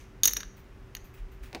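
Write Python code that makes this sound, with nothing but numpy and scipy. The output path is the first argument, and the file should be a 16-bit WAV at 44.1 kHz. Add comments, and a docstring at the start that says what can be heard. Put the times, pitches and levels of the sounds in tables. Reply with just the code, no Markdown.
"""In a small room, a hand lets plastic poker chips drop from a stack onto a paper-covered table close by.
They hit each other in a quick run of clacks, each a sharp crack and a short ring, then settle and slide
with a grainy hiss. Heavier blows make the table thud, and a last chip tips over and taps on the paper.
The room rings briefly after each clack and tap, over a low hum and soft rumbles."""
import sys
import numpy as np
from scipy import signal
from scipy.fft import rfft, irfft, next_fast_len
from scipy.io import wavfile
from scipy.ndimage import uniform_filter1d

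SR = 44100
rng = np.random.default_rng(int(sys.argv[2]) if len(sys.argv) > 2 else 0)


def materialize(psi):
    """Save the field psi as 16-bit PCM at rate SR to the path in sys.argv[1].

    A 1-D psi becomes a single channel; in a 2-D psi each row is a channel.
    """
    bounded = np.clip(np.atleast_2d(psi).T, -1, 1)
    quanta = np.round(bounded * 32767).astype(np.int16)
    wavfile.write(sys.argv[1], SR, quanta)


N = 70560  # 1.6 s


def amp(db):
    """Turn decibels into a number to multiply by."""
    return 10 ** (np.asarray(db) / 20)


def unit(x):
    """Scale a sound so that its average power is 1."""
    return x / np.sqrt(np.mean(x ** 2) + 1e-20)


def fade(t, fade_s):
    """Die away from time zero; a fade time is how long it takes to drop 60 dB."""
    return amp(-60 * np.maximum(t, 0) / fade_s)


def along(points, hz):
    """Read between (frequency, value) points, spaced as the ear hears pitch."""
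    f, values = np.transpose(points)
    return np.interp(np.log(hz + 1), np.log(f + 1), values)


def coloured(x, points):
    """Give a sound a tone colour: turn each frequency up or down as the points say."""
    m = next_fast_len(2 * len(x))
    gain = amp(along(points, np.fft.rfftfreq(m, 1 / SR)))
    cepstrum = irfft(np.log(gain), m)
    cepstrum[1:m // 2] *= 2  # fold the filter forward in time, so nothing sounds before the hit
    cepstrum[m // 2 + 1:] = 0
    return irfft(rfft(x, m) * np.exp(rfft(cepstrum)), m)[:len(x)]


def noise(points, size=N):
    """Steady noise with the given tone colour."""
    gain = amp(along(points, np.fft.rfftfreq(size, 1 / SR)))
    return unit(irfft(rfft(rng.standard_normal(size)) * gain, size))


def burst(shape):
    """A short puff of noise, evened out from bass to treble."""
    puff = shape * rng.standard_normal(len(shape))
    power = uniform_filter1d(np.abs(rfft(puff)) ** 2, size=20)
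    hz = np.fft.rfftfreq(len(puff), 1 / SR)
    return coloured(puff, np.column_stack([hz, -10 * np.log10(power + 1e-12)]))


def add(out, start, x):
    """Mix x into out, beginning at start seconds."""
    i = max(round(start * SR), 0)
    out[i:i + len(x)] += x[:max(len(out) - i, 0)]


# Tone colour of the room's air: f/Hz, level/dB
AIR_COLOUR = [(15, -25), (28, -2), (42, 1), (62, -3.5), (80, -6.5), (120, -9.5), (160, -14.5), (260, -14.5),
              (400, -19), (650, -25.5), (1100, -26), (2000, -29), (3000, -35), (4200, -41.5), (6200, -42.5),
              (7800, -49), (11000, -51), (15500, -51.5)]
# The tones of the hum: f/Hz, level/dB
HUM_TONES = [(119, -61), (381, -63)]
def air_and_hum():
    """A soft rush of room air and a faint hum go on throughout."""
    t = np.arange(N) / SR
    air = amp(-50) * noise(AIR_COLOUR)
    hum = sum(amp(db) * np.sqrt(2) * np.sin(2 * np.pi * (hz * t + rng.random())) for hz, db in HUM_TONES)
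    return air + hum


# Tone colour of rubbing plastic: f/Hz, level/dB
RUB_COLOUR = [(400, -35), (1200, 6), (2500, 8.5), (4000, -1.5), (6500, -4), (8000, -7), (9700, -5),
              (11000, -12), (12500, -5), (15500, -18.5)]
# Each slide: t/s, level/dB, rise/s, fade/s, squeak f/Hz, squeak level against the hiss/dB
CHIP_SLIDES = [(0, -57.5, 0.0025, 0.3, 6050, -3.5), (.565, -60.5, 0.007368, 0.25, 14860, -3),
               (1.041, -59.5, 0.0035, .2, 13600, -1.5), (1.136, -59, 0.0067, .2, 15250, -3),
               (1.172, -60.5, 0.00765, 0.1953, 2503, -3.5), (1.314, -63.5, .005, .25, 14000, -5),
               (1.424, -53, 0.013, 0.32, 15230, -11)]
def chip_slides():
    """Chips rub face to face: a grainy hiss and a thin squeak start quickly and run out."""
    out, t = np.zeros(N), np.arange(SR // 2) / SR
    n, hz = len(t), np.fft.rfftfreq(len(t), 1 / SR)
    squeak_width_hz, grain_db = 570, 2
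    for start, db, rise, fade_s, squeak_hz, squeak_db in CHIP_SLIDES:
        band = 1 / (1 + ((hz - squeak_hz) / squeak_width_hz) ** 2)
        squeak = unit(irfft(rfft(rng.standard_normal(n)) * band, n))
        flicker = unit(uniform_filter1d(rng.standard_normal(n), size=60))
        grain = unit(amp(grain_db * flicker))
        rub = noise(RUB_COLOUR, size=n) + amp(squeak_db) * squeak
        shape = np.minimum(t / rise, 1) * fade(t - rise, fade_s)
        add(out, start, amp(db) * shape * grain * rub)
    return out


# The tones a chip rings with: f/Hz, level/dB, fade/s
CHIP_TONES = [(1220, -19.5, .014), (1787, -12, .014), (2900, -11.5, .012), (3718, -9.5, .018),
              (4407, -11, .014), (5934, -3, .018), (6560, -2, 0.022), (9100, -15, 0.011), (9900, -19, .012),
              (12030, -2, 0.0055), (14170, -12.5, 0.027), (15200, -7, 0.0083)]
def chip_ring(t, stretch):
    """A struck chip shakes at several pitches at once, a little differently on every hit."""
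    hz, db, fade_s = np.transpose(CHIP_TONES)[:, :, None]
    detune, vary = rng.standard_normal((2, len(CHIP_TONES), 1))
    signs = (-1) ** np.arange(len(CHIP_TONES))[:, None]  # every other tone starts downward
    waves = signs * np.sin(2 * np.pi * hz * (1 + .014 * detune) * t)
    tones = amp(db + .34 * vary) * fade(t, fade_s * stretch) * waves
    return .5 * tones.sum(0) * (1 - np.exp(-t / .0002))


# Tone colour of rattling rims: f/Hz, level/dB
RIM_COLOUR = [(300, -16), (900, -16), (1700, -4), (2500, -7.5), (3600, -6), (5100, -7.5), (6400, 2.5),
              (7300, -12), (8000, -16.5), (9200, -5.5), (10600, -12), (12200, -3), (13600, -10),
              (15000, -5)]
# Each hit: t/s, level/dB, then how much is added to four bands from low to high
# (clunk/dB, hollow body/dB, lower ring/dB, snap/dB), and a stretch factor for the fade times
CHIP_HITS = [(.2338, -0.5, -13, -3.5, -8, -6.5, 0.94), (0.2373, -14, -13, 0, -1, -6, 1.6),
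             (.2420, -14, -0.5, 3.5, -3, 1, 1.24), (0.2461, -20.5, -1, 3.5, 9, 6, 1.5),
             (.2538, -18, -1.5, -4, -3, -13, .8), (.2553, -5, -9, 0, 0, 0.995, .6),
             (.2567, -4, -6.5, -6, 2, 6, 0.29), (0.258, -3.5, -10.5, -27, -6, -13, 0.99),
             (0.2606, -18.5, -4, -1, 2, -7.5, 0.79), (0.275, -8.5, -7.5, -4, -2, 7, .6),
             (0.2783, -10, -8, -1.5, -1.5, -12.5, 1.2), (0.2822, -12, 0, -1.5, -2.5, -7.5, 1.1),
             (0.2924, -22.5, -1, 1.5, 0.5, -3.5, 1.3), (0.31, -29, 7.5, -3.5, 0, 0.5, 1.4),
             (.3220, -30, -8, -22, 6.5, -19, 1), (0.3348, -21.5, 5.5, 5.5, 13, 15, 0.35),
             (.3645, -35, 6, 10, -3, -8.5, 1.1), (.3670, -29, 14.5, 11.5, 0, -2, 1.55),
             (0.369, -20, 7.5, -1, 9, 1, 1.04), (.4040, -37.5, 11.5, 11.5, 12, 0, 1.1),
             (.4067, -29.5, 9.5, 0.5, 2, -6, 1.3), (0.4318, -31.5, 17.5, 8, 2.5, -9, 0.55),
             (.9510, -24, 8.5, 7.5, -6, 1.5, .55), (0.9637, -45, 15, -1, -6, -7.5, 1.2),
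             (0.968, -32.5, 8.5, -3, 1, -10.5, 1.08)]
def chip_clacks():
    """Chip hits chip with a crack, rattle and ring; where it lands sets the tone and how fast it fades."""
    out, t = np.zeros(N), np.arange(SR // 20) / SR
    for start, db, clunk, body, lower_ring, snap, stretch in CHIP_HITS:
        ring = chip_ring(t, stretch)
        crack_shape = fade(t, .008 * stretch)
        rattle_shape = amp(-8.5) * fade(t, .03 * stretch)
        rims = amp(15.5) * np.sqrt(stretch) * coloured(burst(crack_shape + rattle_shape), RIM_COLOUR)
        colour = [(400, 0), (1200, clunk), (2300, clunk), (3400, body), (4600, body),
                  (5400, lower_ring), (6000, lower_ring), (6400, 0), (7000, 0),
                  (7950, -6), (8800, snap / 2), (11000, snap)]  # the sound dips narrowly near 8 kHz
        add(out, start, amp(db) * in_room(coloured(ring + rims, colour)))
    return out


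# How long the room rings: f/Hz, fade/s
ROOM_FADES = [(300, .45), (2000, 0.37), (4000, 0.33), (6300, .4), (9000, .33), (15000, 0.19)]
def in_room(x):
    """The room follows a sound with a short wash of echoes; the highest treble dies first."""
    hz, t = np.fft.rfftfreq(256, 1 / SR)[:, None], np.arange(128) * 128 / SR
    phases = np.exp(2j * np.pi * rng.random((len(hz), len(t))))
    tail = signal.istft(phases * fade(t, along(ROOM_FADES, hz)), SR)[1]
    tail *= 1 - fade(np.arange(len(tail)) / SR, .012)  # echoes take a moment to build
    echoes = amp(-14.5) * tail / np.linalg.norm(tail)
    echoes[0] = 1  # the direct sound
    return signal.fftconvolve(x, echoes)


# Tone colour of the table top: f/Hz, level/dB
THUD_COLOUR = [(60, -26), (200, -11.5), (350, 3), (520, -4.5), (800, -5), (1300, -22.5), (2600, -21.5),
               (6000, -42)]
# Blows that reach the table: t/s, thud level/dB, thud rise/s, boom level/dB
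TABLE_BLOWS = [(.236, -50, 0.0074, -60), (.255, -45.5, 0.0028, -54.5), (0.277, -43.5, 0.0032, -54),
               (.369, -44.5, 0.0034, -51.5), (1.529, -42.5, 0.0011, -63), (1.549, -34.5, 0.00085, -52),
               (1.559, -40.5, 0.00089, -59.5)]
def table_knocks():
    """The table answers heavier blows with a dull thud and a faint boom, its lowest tone."""
    out, t = np.zeros(N), np.arange(SR // 2) / SR
    boom_hz = 192
    boom_shape = fade(t, fade_s=.9) * (1 - np.exp(-t / .04))
    for start, thud_db, rise, boom_db in TABLE_BLOWS:
        shape = fade(t, fade_s=.11) * (1 - np.exp(-t / rise))
        thud = unit(noise(THUD_COLOUR, size=len(t)) * shape) * np.sqrt(np.mean(shape ** 2))
        boom = np.sin(2 * np.pi * (boom_hz * t + rng.random())) * boom_shape
        add(out, start, amp(thud_db) * thud + amp(boom_db) * boom)
    return out


# Each low swell: peak t/s, level/dB, half length/s
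LOW_SWELLS = [(.34, -44.5, 0.055), (0.468, -40, 0.018), (1.036, -42.5, 0.0069), (1.233, -35.5, 0.027),
              (1.363, -44, 0.021), (1.426, -40.5, 0.02)]
def soft_rumbles():
    """Deep swells, only a few waves long, come and go while the hand moves."""
    out, t = np.zeros(N), np.arange(N) / SR
    for peak, db, half_length in LOW_SWELLS:
        hz = 39.943 * (1 + .0995 * rng.standard_normal())
        swell = np.exp(-.5 * ((t - peak) / half_length) ** 2)
        out += amp(db) * np.sqrt(2) * swell * np.sin(2 * np.pi * (hz * (t - peak) + rng.random()))
    return out


# Tone colour of a chip landing on paper: f/Hz, level/dB
TAP_COLOUR = [(300, -10), (800, -1.5), (1700, -2), (2400, 5), (3200, -9), (3800, 0.5), (5000, -4),
              (6000, -8), (7200, -14.5), (9000, -18), (12500, -23), (15500, -23)]
# Each tap of the last chip: t/s, level/dB, fade/s
PAPER_TAPS = [(1.5296, -15, 0.0089), (1.5478, -4, 0.023)]
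def paper_taps():
    """The last chip tips over; the paper muffles it, so it taps without ringing."""
    out, t = np.zeros(N), np.arange(SR // 10) / SR
    for start, db, fade_s in PAPER_TAPS:
        tap = coloured(burst(fade(t, fade_s)), TAP_COLOUR)
        add(out, start, amp(db) * in_room(tap))
    return out


def scene():
    """Room, chips and table together in one channel."""
    mix = air_and_hum() + chip_slides() + chip_clacks() + table_knocks() + soft_rumbles() + paper_taps()
    return mix[None]


def record(dry):
    """Cut off the very highest treble."""
    top_hz, edge_hz = 15850, 300
    m = next_fast_len(N + SR // 2)
    keep = np.clip((top_hz - np.fft.rfftfreq(m, 1 / SR)) / edge_hz + .5, 0, 1)
    return irfft(rfft(dry, m) * keep, m)[:, :N]


dry = scene()
out = record(dry)
materialize(out)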